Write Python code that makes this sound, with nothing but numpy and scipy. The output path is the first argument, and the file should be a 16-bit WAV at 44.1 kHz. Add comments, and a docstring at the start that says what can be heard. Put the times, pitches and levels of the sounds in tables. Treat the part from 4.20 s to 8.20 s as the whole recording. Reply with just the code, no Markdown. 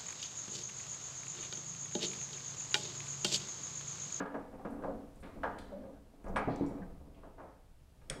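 """Sharp steel knocks open the scene: a stripped car body, lowered on a workshop lift, slips on its
supports, and each impact excites the modes of its shell. The wooden cart beneath groans by stick-slip
friction and takes the weight in two dull thumps, the second with a rebound. Small fittings tick,
the shell creaks and the floor rumbles. Near the end something snaps close by, and the workshop rings on."""
import sys
import numpy as np
from scipy import signal
from scipy.fft import rfft, irfft, next_fast_len
from scipy.io import wavfile
from scipy.ndimage import uniform_filter1d

SR = 44100
rng = np.random.default_rng(int(sys.argv[2]) if len(sys.argv) > 2 else 0)


def digitize_waveform(pressure):
    """Quantize a signal to 16-bit integers and store it at the path in sys.argv[1].

    Rows of a 2-D input are taken as channels; values are limited to [-1, 1].
    """
    field = np.atleast_2d(pressure).T
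    bounded = np.clip(field, -1, 1)
    quanta = np.round(bounded * 32767).astype(np.int16)
    wavfile.write(sys.argv[1], SR, quanta)


N = 176400
TIME = np.arange(N) / SR
RING_TIME = TIME[:SR]  # the one second given to each event

# spectral envelope of the steel shell's dense modes (frequency [Hz], relative level [dB])
SHELL_SPECTRUM = [(40, -36), (110, -13.5), (180, -0.5), (270, 1), (360, -1.5), (550, -0.5), (900, -6.5),
                  (1250, -10), (1420, -13), (1660, -16.5), (1850, -20), (2300, -24.5), (3300, -38.5),
                  (6000, -47.5), (11000, -58), (16000, -73)]


def amp(db):
    """Amplitude ratio of a level in decibels."""
    return 10 ** (np.asarray(db) / 20)


def unit(x):
    """Normalisation to unit RMS."""
    return x / np.sqrt(np.mean(x ** 2))


def decay(t60):
    """Exponential damping: 60 dB down after t60 seconds."""
    return np.exp(-np.log(1000) * RING_TIME / max(t60, 1e-3))


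def rise(tau_s):
    """Exponential approach to full amplitude."""
    return 1 - np.exp(-RING_TIME / tau_s)


def envelope(points):
    """Amplitude envelope interpolated from (time [s], level [dB]) points."""
    return amp(np.interp(TIME, *np.array(points).T))


def add(out, start_s, x):
    """Superposition of x on out from start_s on."""
    i = max(int(start_s * SR), 0)
    out[i:i + len(x)] += x[:max(N - i, 0)]


def over_hz(points, hz):
    """Interpolation of (frequency [Hz], value) points on a logarithmic axis."""
    freqs, values = np.array(points, float).T
    return np.interp(np.log(hz + 1e-3), np.log(freqs), values)


def colour(x, spectrum, *tones):
    """Minimum-phase filtering by a spectrum scaled to unit power, times any further tone curves."""
    n = next_fast_len(len(x) + SR // 10, True) // 2 * 2
    hz = np.arange(n // 2 + 1) * SR / n
    gain = unit(amp(over_hz(spectrum, hz))) * amp(sum(over_hz(tone, hz) for tone in tones))
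    cepstrum = irfft(np.log(gain))
    cepstrum[1:n // 2] *= 2  # folding onto positive time makes the filter causal
    cepstrum[n // 2 + 1:] = 0
    return irfft(rfft(x, n) * np.exp(rfft(cepstrum)))[:len(x)]


def whiten(x, width_hz):
    """Spectral whitening evens out the energy of a one-second response; its end is faded out."""
    spectrum = rfft(x)
    power = uniform_filter1d(abs(spectrum) ** 2, width_hz)
    return irfft(spectrum * np.sqrt(power.mean() / power)) * np.clip(4 - 5 * RING_TIME, 0, 1)


def resonate(x, hz, width):
    """Band-pass resonance; width is the approximate fractional bandwidth."""
    edges = np.clip([hz / (1 + width / 2), hz * (1 + width / 2)], 1, SR / 2 - 1)
    return signal.sosfilt(signal.butter(2, edges, "band", fs=SR, output="sos"), x)


def clatter(t60):
    """Modal overlap: countless crowded modes die away together as noise."""
    return whiten(rng.standard_normal(SR) * decay(t60), width_hz=121)


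def modes(rows, scatter=0):
    """Free vibration as a sum of damped sines, with random phases of up to scatter cycles."""
    return sum(amp(db) * decay(t60) * np.sin(2 * np.pi * (hz * RING_TIME + scatter * rng.random()))
               for hz, db, t60 in rows)


def contact_tone(bass_db, treble_db):
    """Excitation spectrum of a contact: heavy ones bring out the bass, hard ones the treble."""
    return [(230, bass_db), (420, bass_db * 0.2), (760, 0.0092), (1150, treble_db * 0.38),
            (2300, treble_db), (9000, treble_db * 0.54), (13000, 0)]


def background():
    """Filtered noise gives floor rumble and still air; the loaded cart sways in one brief oscillation."""
    # spectra of floor and air (frequency [Hz], relative level [dB])
    floor_spectrum = [(10, -5.5), (24, 4), (45, -5.5), (68, -1.5), (100, -10), (150, -10.5), (260, -31),
                      (1000, -54.5)]
    air_spectrum = [(30, 2), (200, 10.5), (600, 10), (1500, 0.5), (3000, -1.5), (6000, -6), (9500, -6.5),
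                    (12000, -9), (16000, -15.5)]
    # their envelopes (time [s], level [dB])
    floor_levels = [(0, -62.5), (.6, -53), (.9, -56), (1.3, -50), (1.99, -61.5), (2.09, -46), (2.35, -49.5),
                    (2.7, -50), (3.0, -56), (3.5, -60.5), (4, -55.5)]
    air_levels = [(0, -69.5), (1.2, -69), (1.8, -71.5), (3.6, -72.5), (4, -69)]
    sway_start_s, sway_length_s, sway_hz = 2.024, 0.19, 25
    out = colour(rng.standard_normal(N), floor_spectrum) * envelope(floor_levels)
    out += colour(rng.standard_normal(N), air_spectrum) * envelope(air_levels)
    swell = np.sin(np.pi * np.clip(RING_TIME / sway_length_s, 0, 1))
    add(out, sway_start_s, amp(-37) * np.sin(2 * np.pi * sway_hz * RING_TIME) * swell)
    return out


def workshop_reverb(x):
    """Reverberation: dense early reflections, then a diffuse tail that dies fastest in the top treble."""
    # reverberation time by band (frequency [Hz], t60 [s])
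    bands = [(60, 0.6), (250, 0.97), (1000, 0.49), (2500, 0.94), (6000, .5), (14000, 0.12)]
    noise_spectrum, hz = rfft(rng.standard_normal(SR)), np.arange(SR // 2 + 1)
    response = amp(0.5) * rng.standard_normal(SR) * decay(0.28)  # early reflections
    for centre_hz, t60 in bands:
        share = over_hz([(f, f == centre_hz) for f, _ in bands], hz)
        response += irfft(noise_spectrum * share) * decay(t60)
    response = whiten(response * rise(0.004), width_hz=61)
    return signal.fftconvolve(x, response / np.sqrt(np.sum(response ** 2)))[:N]


def shell_creaking():
    """Tiny slips, a Poisson train of impulses, excite the shell while the load shifts."""
    # envelope of the creaking (time [s], level [dB])
    levels = [(0, -60), (.7, -48), (.95, -62), (1.15, -52), (1.45, -55), (1.7, -55.5), (1.85, -68),
              (2.0, -65), (2.15, -45.5), (2.45, -45.5), (2.75, -60), (3.1, -58.5), (3.45, -77.5),
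              (3.8, -74.5), (4, -50)]
    slips_per_s = 160
    chance, size = rng.random(N), rng.standard_normal(N)
    slips = (chance < slips_per_s / SR) * (np.sign(size) + 0.33 * size)
    ringing = signal.fftconvolve(slips, clatter(0.11))[:N]
    creak = colour(ringing, SHELL_SPECTRUM, contact_tone(bass_db=6, treble_db=-7.5))
    return unit(creak) * envelope(levels)


def fitting_ticks():
    """Loose fittings tick and ping at high, damped resonances; returns direct sound and room feed."""
    # metal ticks (time [s], level [dB], centre [Hz], t60 [s], room feed [dB])
    ticks = [(0.504, -71.5, 9100, 0.26, -10), (.957, -69, 8200, 0.044, -3), (1.001, -71.5, 8600, 0.13, 4),
             (1.033, -67, 3340, 0.4, -8), (1.236, -53.5, 2980, 0.062, -8), (1.385, -57, 3770, .1, 0),
             (1.386, -56, 7900, 0.03, -2), (2.042, -69, 7900, 0.044, 0), (2.081, -67, 6130, 0.081, -10),
             (2.16, -41.5, 2780, 0.041, -21), (2.297, -66, 3800, 0.38, 5), (2.36, -54, 6600, .02, -6.5),
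             (2.463, -60.5, 6500, 0.031, 2.5), (2.485, -69, 8800, 0.055, -2.5),
             (2.945, -71.5, 2580, 0.22, 0.5), (3.909, -50, 3300, .025, -6), (3.93, -56, 3500, .03, -8)]
    # modes of the fitting that pings (frequency [Hz], relative level [dB], t60 [s])
    ping_modes = [(5350, -2, 0.11), (5840, -6, 0.088), (7960, 0, 0.099), (8920, -3, 0.093),
                  (9250, -5, 0.11), (9460, 0, .16)]
    ping_s = 2.162
    direct, to_room = np.zeros(N), np.zeros(N)
    for start_s, db, hz, t60, room_db in ticks:
        tick = amp(db) * unit(resonate(rng.standard_normal(SR), hz, width=0.47)) * decay(t60)
        add(direct, start_s, tick)
        add(to_room, start_s, amp(room_db) * tick)
    ping_rms = amp(-55) * np.sqrt(np.mean(decay(0.18) ** 2))
    ping = ping_rms * unit(signal.fftconvolve(modes(ping_modes), clatter(0.014))[:SR])
    add(direct, ping_s, ping)
    add(to_room, ping_s, amp(-21) * ping)
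    return direct, to_room


def timber_groans():
    """Stick-slip friction: uneven pulses drive one resonance of the timber for a moment."""
    # groans (time [s], duration [s], pitch [Hz], level [dB])
    groans = [(.392, 0.021, 813, -53.5), (.47, 0.2, 239.5, -53), (.55, .17, 142, -54),
              (.683, .045, 540.5, -45), (.69, 0.17, 234, -52.5), (1.15, 0.073, 277.5, -56),
              (1.517, 0.088, 559.8, -45.5), (1.572, 0.09, 272.4, -49), (1.58, 0.19, 540, -54.5),
              (1.50, 0.25, 202.8, -53.5), (2.06, 0.16, 193.4, -46), (2.219, .03, 784, -39.5),
              (2.416, 0.076, 887, -52), (2.595, 0.099, 192, -45.5), (2.616, 0.033, 1610, -60)]
    rate_jitter, scatter_db = 0.13, 3.5
    out = np.zeros(N)
    for start_s, length_s, hz, db in groans:
        unsteady = unit(uniform_filter1d(rng.standard_normal(SR), size=60))
        cycles = np.cumsum(hz * (1 + rate_jitter * unsteady)) / SR
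        slips = np.diff(np.floor(cycles), prepend=0)  # one pulse a cycle
        slips *= amp(scatter_db * rng.standard_normal(SR))
        swell = np.sin(np.pi * np.clip(RING_TIME / length_s, 0, 1) ** 0.62)
        add(out, start_s, amp(db) * unit(resonate(slips, hz, width=0.34)) * swell)
    return out


def close_snap():
    """Two transients close by: a hard, heavily damped click, then a hollow thud that decays more slowly."""
    # spectra of click and thud (frequency [Hz], relative level [dB])
    click_spectrum = [(300, -18), (1000, -31), (2200, 4.5), (2800, -4), (3400, 3), (4100, -7.5),
                      (5300, 1.5), (6200, -6.5), (6700, 0.5), (7300, -15), (7950, 3), (8400, -2), (9000, 2),
                      (10000, -9), (10500, -8), (11100, -21), (16000, -32)]
    thud_spectrum = [(30, 6.5), (100, -5), (160, 8.5), (240, -10), (550, -1), (950, -19.5), (1300, -9.5),
                     (2200, -12), (2800, -23), (5000, -26), (12000, -55)]
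    start_s, thud_lag_s = 3.8986, 0.005
    out = np.zeros(N)
    click = (clatter(0.012) + amp(-18.5) * clatter(0.05)) * rise(0.00084)
    add(out, start_s, amp(-25) * colour(click, click_spectrum))
    add(out, start_s + thud_lag_s, amp(-39) * colour(clatter(0.3), thud_spectrum))
    return out


def cart_thumps():
    """The load lands and rebounds, exciting the cart's modes; a deeper thump favours the low ones."""
    # landings (time [s], level [dB], pitch [Hz], depth [dB per octave below the pitch])
    landings = [(2.275, -28.5, 261, 4), (2.41, -24, 281.5, -4.5), (2.437, -34, 272, -25)]
    # modes of the timber frame (ratio to the pitch [1], level [dB], t60 [s])
    frame_modes = [(0.471, -7.5, 0.17), (.6, -10, 0.31), (.72, -4, .16), (1.002, -1.5, 0.26),
                   (1.2, -2, 0.1), (1.5, -11, .08), (1.76, -33, 0.098)]
    out = np.zeros(N)
    for start_s, db, hz, depth in landings:
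        excited = [(hz * ratio, mode_db + depth * max(-np.log2(ratio), 0), t60)
                   for ratio, mode_db, t60 in frame_modes]
        add(out, start_s, amp(db) * modes(excited) * rise(0.0014))
    return out


def shell_knocks():
    """Impact excitation: each slip cracks and clatters through the shell; returns blows and panel ring."""
    # slips (time [s], level [dB], bass [dB], treble [dB], hollow ring [dB], clatter t60 [s])
    slips = [(.001, -39, 7, 10, 4.5, 0.16), (.055, -46, -12, 7, 5, .15), (.116, -51.5, 0, 0, 0, 0.23),
             (.143, -37, -1.5, -2.5, 3, .2), (.335, -56, 3.5, 0.5, -9, 0.41),
             (0.395, -49.5, -16, -4, -4, 0.038), (.449, -40, 7, 1.5, 0, 0.18),
             (0.524, -53.5, 10, -4, 5, 0.37), (.622, -50, -9, 4, 5.5, 0.085),
             (.637, -36, -8, -6.5, 0.5, 0.23), (.682, -41, 2, -25, 7, 0.14), (.839, -77, 6, -14, 0, 0.13),
             (1.027, -53, 3.5, 13, -3, 0.57), (1.156, -55.5, 12.5, -21, -5, 0.6),
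             (1.2328, -31, -18, 1, 7.5, 0.21), (1.382, -55.5, -21, 16, -4, 0.13),
             (1.521, -50, -18, -22, -3, .22), (1.632, -62.5, 4, -5, 14, 0.063),
             (1.683, -53.5, 4, -26, -8, 0.21), (1.741, -63.5, -7, -5, 9, 0.16),
             (1.935, -59, 3, -28, -7, 0.053), (2.041, -54, 9, 7, -2, 0.12),
             (2.0638, -42.5, -4.5, -3, -5, 0.29), (2.16, -31, -18.5, 13, -1, 0.2),
             (2.2705, -44, -10, -10, -3, 0.11), (2.2774, -31.5, 0, -9.5, -3, 0.15),
             (2.409, -48.5, 9, -2, -1, .2), (2.507, -45.5, 7, -17, 0, 0.19), (2.575, -50, 1, -3, -5, 0.36),
             (2.813, -57, -5, -15, -8, .07), (3.032, -52.5, -5, -3.5, 1.5, 0.35),
             (3.181, -51, -11, -0.5, 0, 0.4), (3.197, -50, -7.5, -2, 0, 0.58),
             (3.813, -65.5, -11, 16, -5, 0.039)]
    # clearest panel modes (frequency [Hz], relative level [dB], t60 [s])
    panel_modes = [(234, -8.5, 0.35), (280.3, 1.5, 0.64), (424, -3, 0.46), (481.8, -4, 0.64),
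                   (521, -7.5, 0.58), (632.5, -6, .55), (710.6, -5, 0.43), (819, -7, 0.53),
                   (899, -5.5, 0.49), (984, -7.5, 0.51), (1140, -22, 0.28), (1177, -10, 0.34),
                   (1240, -7.5, 0.38), (1505, -17.5, 0.3), (1643, -6.5, 0.23)]
    # hollow resonance of a slip (frequency [Hz], multiplier of its hollow ring level [1])
    hollow_shape = [(750, 0), (900, 0.28), (1200, 0.16), (1500, 1.07), (1760, 0.95), (1950, .2),
                    (2400, -.5), (3150, 0.7), (3900, 0)]
    blows, rings = np.zeros(N), np.zeros(N)
    attack = rise(0.0021)
    for start_s, db, bass_db, treble_db, hollow_db, clatter_t60 in slips:
        tone = contact_tone(bass_db, treble_db)
        hollow = [(hz, hollow_db * share) for hz, share in hollow_shape]
        body = clatter(clatter_t60) * attack
        crack = amp(-1) * clatter(0.058)
        add(blows, start_s, amp(db) * colour(body + crack, SHELL_SPECTRUM, tone, hollow))
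        excited = [(hz, mode_db + over_hz(tone, hz) + over_hz(hollow, hz) / 2, t60)
                   for hz, mode_db, t60 in panel_modes]
        panels = modes(excited, scatter=0.98)  # phases vary with the point of contact
        add(rings, start_s, amp(db - 7) * panels * attack ** 2)
    return blows, rings


def scene():
    """Superposition of direct sound, reverberant field and background, in mono."""
    blows, rings = shell_knocks()
    thumps, groans, snap = cart_thumps(), timber_groans(), close_snap()
    ticks, ticks_to_room = fitting_ticks()
    to_room = amp(-4.5) * blows + amp(-7.5) * thumps + amp(-8.5) * groans + amp(-10.5) * snap
    reverb = workshop_reverb(to_room + ticks_to_room)
    direct = amp(0.5) * blows + rings + thumps + groans + ticks + snap + shell_creaking()
    return (direct + reverb + background())[None]


def record(dry):
    """Band limiting: a steep elliptic low-pass removes the highest treble."""
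    cutoff_hz = 15600
    return signal.sosfilt(signal.ellip(8, .2, 70, cutoff_hz, fs=SR, output="sos"), dry)


dry = scene()
out = record(dry)
digitize_waveform(out)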